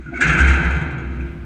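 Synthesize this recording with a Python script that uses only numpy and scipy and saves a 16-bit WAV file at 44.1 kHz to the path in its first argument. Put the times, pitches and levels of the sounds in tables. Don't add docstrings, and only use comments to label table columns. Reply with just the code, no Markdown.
import sys
import numpy as np
from scipy import signal
from scipy.fft import rfft, irfft, next_fast_len
from scipy.io import wavfile
from scipy.ndimage import uniform_filter1d, map_coordinates

SR = 44100
rng = np.random.default_rng(int(sys.argv[2]) if len(sys.argv) > 2 else 0)


def store_pcm(level_fs):
    pcm = np.round(np.clip(level_fs, -1, 1) * 32767).astype(np.int16)
    wavfile.write(sys.argv[1], SR, np.atleast_2d(pcm).T)


N = 63945
TIME = np.arange(N) / SR


# frequency in Hz, relative density in dB.
CLANG_SPECTRUM = [(150, -36.5), (450, -23.5), (770, -24.5), (1080, -23), (1230, -15.5), (1380, -2),
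                  (1580, 4), (1720, -5.5), (1840, -12.5), (2040, -4), (2330, -5.5), (2660, -8.5),
                  (2870, -18.5), (3150, -20), (3500, -25.5), (4100, -26.5), (5000, -38), (9000, -61.5),
                  (13000, -96.5)]
CLASH_SPECTRUM = [(1500, -30), (3000, -1.5), (4100, -0.5), (5200, -8), (6000, -1.5), (6600, 3),
                  (7500, -7.5), (8250, -4.5), (8800, -14.5), (10000, -25), (11500, -33.5), (13200, -48.5),
                  (15000, -71)]
# start in seconds, clang in dB, clash in dB, contact time in seconds.
IMPACTS = [(0.205, -16.5, -30.5, 0.011), (0.218, -21, -41.5, .016), (.23, -22, -45, 0.0082),
           (0.263, -25, -35.5, .025), (0.288, -17.5, -38, .018), (0.318, -19, -38, 0.019),
           (0.343, -20.5, -57, 0.012), (0.375, -24, -38.5, 0.0099), (0.389, -14.5, -36.5, 0.0042),
           (0.4, -18, -36, 0.013), (0.444, -21.5, -47, 0.0095), (0.468, -19.5, -36.5, 0.023),
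           (.486, -22.5, -43, 0.0157), (0.496, -23, -47, 0.013), (0.532, -19.5, -43, 0.016),
           (0.619, -27, -52, 0.023), (0.646, -28.5, -49.5, 0.0076), (0.696, -27.5, -49.5, 0.0305),
           (0.762, -31, -58, 0.008), (0.809, -29.5, -52.5, 0.012), (0.908, -39, -59, 0.0055),
           (0.981, -40, -56.5, 0.005), (1.204, -40.5, -62.5, 0.0049), (1.261, -46.5, -75, .012)]

def blows():
    out = np.zeros(N)
    for start, clang_db, clash_db, length in IMPACTS:
        ring = ringing(grains() * swell(start - .002, length))
        clang = amp(clang_db) * peak_unit(coloured(ring, CLANG_SPECTRUM))
        clash = amp(clash_db) * peak_unit(coloured(ring, CLASH_SPECTRUM))
        out += clang + clash
    return out


# time in seconds, level in dB.
SKID_LEVEL = [(0, -52), (.11, -47), (.15, -38), (.2, -29.5), (.26, -18.5), (.36, -26.5), (.43, -24),
              (.56, -21), (.68, -26), (.85, -32), (1.0, -37.5), (1.12, -42), (1.26, -42.5), (1.35, -49),
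              (1.45, -50.5)]
HISS_LEVEL = [(0, -67.5), (.13, -67.5), (.172, -51), (.198, -58), (.25, -43.5), (.36, -46.5), (.43, -47.5),
              (.54, -44), (.6, -51.5), (.76, -54), (.95, -70), (1.15, -66), (1.45, -86.5)]

def skid():
    skid_db, = curves(SKID_LEVEL)
    hiss_db, = curves(HISS_LEVEL)
    judder = amp(0.35 * wobble(89.1))
    body = steady(coloured(ringing(grains()), CLANG_SPECTRUM), size=1500)
    hiss = unit(coloured(grains(), CLASH_SPECTRUM))
    return judder * (amp(skid_db) * body + amp(hiss_db) * hiss)


def grains(per_second=4000):
    hit = rng.random(N) < per_second / SR
    sign = rng.choice([-1, 1], N)
    size_db = 7 * rng.uniform(-1.37, 1, N)
    return unit(hit * sign * amp(size_db))


# frequency in Hz, time to decay by 60 dB in seconds.
DECAY_TIMES = [(200, 0.46), (1500, 0.22), (2500, 0.2), (4000, 0.17), (7000, 0.16), (12000, 0.076)]

def ringing(force):
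    hz, t, spectra = signal.stft(rng.standard_normal(SR // 2), SR, nperseg=256)
    decay = amp(-60 * t / along(DECAY_TIMES, hz)[:, None])
    _, impulse_response = signal.istft(spectra * decay, SR, nperseg=256)
    return signal.fftconvolve(force, impulse_response)[:N]


# frequency in Hz, relative level in dB, time to decay by 60 dB in seconds.
LONG_MODES = [(799, -18, 1.5), (918.7, -8.5, 1), (1280, -6.5, 1), (1388, 1, 1.3), (1512, -9.5, .5),
              (1566, -0.5, 1), (1780, -20.5, .6), (1754, -2, 0.69), (2025.4, -1.5, 0.38), (2215, -16.5, .7),
              (2312, -5.5, 1.3), (2370, -14.5, .9), (2350, -26, 0.47), (2735, -12.5, 0.38), (3110, -11, .8)]

def long_modes(clatter, gain_db=-13.5):
    power = np.abs(uniform_filter1d(clatter ** 2, size=400))
    out = np.zeros(N)
    for hz, db, t60 in LONG_MODES:
        decay = amp(-120 * TIME / t60)
        energy = np.abs(signal.fftconvolve(power, decay / decay.sum())[:N])
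        envelope = amp(db + 1.9 * wobble(12.9)) * np.sqrt(energy)
        out += envelope * np.sin(2 * np.pi * hz * TIME + 1.42 * wobble(21.78))
    return amp(gain_db) * out


# time in seconds, level in dB.
WASH_LEVEL = [(0, -59.5), (.05, -64), (.1, -54.5), (.2, -43.5), (.29, -31), (.42, -31.5), (.62, -32.5),
              (.78, -34.5), (.9, -37.5), (1.02, -40.5), (1.1, -45), (1.2, -45), (1.3, -51), (1.45, -55.5)]
# frequency in Hz, relative density in dB.
WASH_SPECTRUM = [(200, -18.5), (380, 2), (480, 1), (590, -6.5), (690, -1.5), (790, -0.5), (850, -3.5),
                 (920, 0.5), (1080, -9.5), (1250, 0.5), (1600, -14), (3000, -69), (6000, -96.5)]

def wash():
    db, = curves(WASH_LEVEL)
    return amp(db) * steady(coloured(grains(), WASH_SPECTRUM), size=2000)


# time in seconds, frequency in Hz, level in dB.
BENDING_MODE = [(0, 61.5, -35), (.06, 63.94, -48.5), (.15, 66.2, -31), (.215, 62.3, -43), (.27, 62, -24.5),
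                (.304, 63.1, -18), (.345, 62.5, -28), (.388, 60.5, -40.5), (.408, 65.8, -11.5),
                (.5, 68.7, -12), (.58, 65.34, -18), (.626, 63.2, -30), (.655, 65, -18), (.76, 69.1, -21.5),
                (.79, 73, -29.5), (.905, 73, -28), (.98, 69.5, -38), (1.08, 65.26, -26.5), (1.3, 65.5, -31),
                (1.36, 66.3, -40), (1.43, 65.2, -26.5)]
# frequency in Hz, relative density in dB.
RUMBLE_SPECTRUM = [(20, -15.5), (40, -11.5), (58, -1), (84, -3), (102, -11), (200, -23.5), (600, -75),
                   (4000, -125)]

def boom(rumble_offset_db=-9):
    hz, db = curves(BENDING_MODE)
    shudder_db = 0.8 * wobble(25)
    tone = np.sqrt(2) * amp(db + shudder_db) * np.sin(phase(hz))
    rumble = steady(noise(RUMBLE_SPECTRUM), size=5000)
    trend_db = db.mean() + 0.87 * (uniform_filter1d(db, size=7000) - db.mean())
    return tone + amp(trend_db + rumble_offset_db) * rumble


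# frequency in Hz, relative level in dB.
RIB_MODES = [(128, 1), (153, 1.5), (174, -0.5)]
FLAT_MODES = [(203, -4.5), (242, 0.5), (263, -3), (283, -9), (305, -4.5), (338, -2.5), (378, -10)]
# time in seconds, level of the ribs in dB, level of the flats in dB.
DRUM_LEVELS = [(0, -58, -36.5), (.04, -51, -58), (.07, -33, -38.5), (.12, -44, -37), (.17, -47, -32.5),
               (.22, -45, -30.5), (.3, -35, -28), (.45, -22.5, -28.5), (.7, -37, -35), (.95, -28.5, -35.5),
               (1.1, -36.5, -35), (1.25, -31.5, -37.5), (1.45, -41.5, -43.5)]

def drumming():
    ribs_db, flats_db = curves(DRUM_LEVELS)
    ribs = amp(ribs_db) * rubbed(RIB_MODES, rate=20, smear=1.0)
    flats = amp(flats_db) * rubbed(FLAT_MODES, rate=30, smear=0.99)
    return ribs + flats


def rubbed(modes, rate, smear):
    out = np.zeros(N)
    for hz, db in modes:
        envelope = amp(db + 5 * wobble(rate))
        angle = 2 * np.pi * (hz * TIME + rng.random())
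        out += envelope * np.sin(angle + smear * wobble(rate))
    return unit(out)


# start in seconds, frequency in Hz, level in dB, length in seconds.
RIB_POPS = [(.238, 152.7, -21.5, 0.046), (.275, 154.5, -17.5, .05), (.33, 154.4, -23.5, 0.045),
            (.365, 153.4, -21.5, 0.033), (.41, 157, -25, 0.044), (.59, 158, -21, .04),
            (.645, 169.4, -23, .06), (.76, 154, -18, 0.028), (.812, 143, -21, 0.02)]

def rib_pops():
    out = np.zeros(N)
    for start, hz, db, length in RIB_POPS:
        out += amp(db) * swell(start, length) * np.sin(2 * np.pi * hz * (TIME - start))
    return np.sqrt(2) * out


# time in seconds, frequency in Hz, level in dB.
EDGE_GROAN = [(0, 330, -72), (.09, 325, -45), (.15, 350, -35), (.22, 350, -35.5), (.3, 348, -41.5),
              (.37, 340, -32), (.5, 338, -34), (.66, 338, -33), (.73, 340, -41), (.82, 342, -35.5),
              (.93, 340, -47), (1.15, 335, -46.5), (1.25, 343, -37.5), (1.36, 343, -41.5),
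              (1.45, 345, -48.5)]

def groan(waver=0.34):
    hz, db = curves(EDGE_GROAN)
    envelope = np.sqrt(2) * amp(db + 0.82 * wobble(25))
    return envelope * np.sin(phase(hz) + waver * wobble(30))


# start and length in seconds, first and last frequency in Hz, level in dB.
EDGE_SQUEAKS = [(0.059, 0.017, 1452, 1480, -34.5), (0.072, 0.034, 1455, 1386, -36.5),
                (0.118, 0.036, 709, 682, -36), (.128, .018, 1490, 1460, -36.5),
                (0.139, 0.0144, 2260, 2160, -31.5), (0.15, 0.02, 1510, 1460, -30),
                (0.154, 0.016, 2140, 2350, -31.5), (.169, .018, 2260, 2170, -27.5),
                (.17, 0.011, 1540, 1415, -26), (.184, 0.011, 1500, 1499, -29),
                (0.186, 0.023, 679, 716, -39.5), (0.208, .032, 1578, 1687, -14.5)]

def squeaks(roughness=.35):
    out = np.zeros(N)
    for start, length, first_hz, last_hz, db in EDGE_SQUEAKS:
        hz = np.interp(TIME, [start, start + length], [first_hz, last_hz])
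        out += amp(db) * swell(start, length) * np.sin(phase(hz) + roughness * wobble(404.6))
    return np.sqrt(2) * out


# frequency in Hz, relative density in dB.
AIR_SPECTRUM = [(20, -19), (45, -7), (70, 3.5), (110, -8), (300, -17.5), (500, -26), (1000, -31.5),
                (2500, -34), (4500, -49.5), (8000, -56), (12000, -63), (15000, -63)]

def air(level_db=-39):
    gust_db = 3.5 * wobble(5.3)
    return amp(level_db + gust_db) * noise(AIR_SPECTRUM)


def amp(db):
    return 10 ** (np.asarray(db) / 20)


def unit(x):
    return x / np.sqrt(np.mean(x ** 2) + 1e-20)


def peak_unit(x, size=700):
    return x / np.sqrt(uniform_filter1d(x ** 2, size).max() + 1e-20)


def steady(x, size):
    return x / np.sqrt(np.abs(uniform_filter1d(x ** 2, size)) + 1e-12)


def along(points, hz):
    freqs, values = np.transpose(points)
    return np.interp(np.log(hz + 1), np.log(freqs + 1), values)


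def curves(rows):
    times, *columns = np.transpose(rows)
    return [np.interp(TIME, times, column) for column in columns]


def swell(start, length):
    return np.sin(np.pi * np.clip((TIME - start) / length, 0, 1))


def wobble(rate):
    knots = 1.6 * np.tanh(rng.standard_normal(int(N * rate / SR) + 4) / 1.2)
    return map_coordinates(knots, [TIME * rate])


def phase(hz):
    return 2 * np.pi * np.cumsum(hz) / SR


def noise(spectrum):
    return unit(filtered(rng.standard_normal(N), lambda hz: amp(along(spectrum, hz))))


def filtered(x, response):
    size = next_fast_len(N + SR // 2)
    return irfft(rfft(x, size) * response(np.fft.rfftfreq(size, 1 / SR)), size)[:N]


def coloured(x, spectrum):
    size = 2 * next_fast_len(N)
    gain = amp(along(spectrum, np.fft.rfftfreq(size, 1 / SR)))
    cepstrum = irfft(np.log(gain))
    cepstrum[1:size // 2] *= 2
    cepstrum[size // 2 + 1:] = 0
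    return irfft(rfft(x, size) * np.exp(rfft(cepstrum)))[:N]


def scene():
    clatter = blows() + skid()
    sheet = clatter + long_modes(clatter) + wash() + boom() + drumming() + rib_pops()
    return (sheet + groan() + squeaks() + air())[None]


def record(dry, cutoff_hz=15200):
    return filtered(dry[0], lambda hz: hz < cutoff_hz)[None]


dry = scene()
out = record(dry)
store_pcm(out)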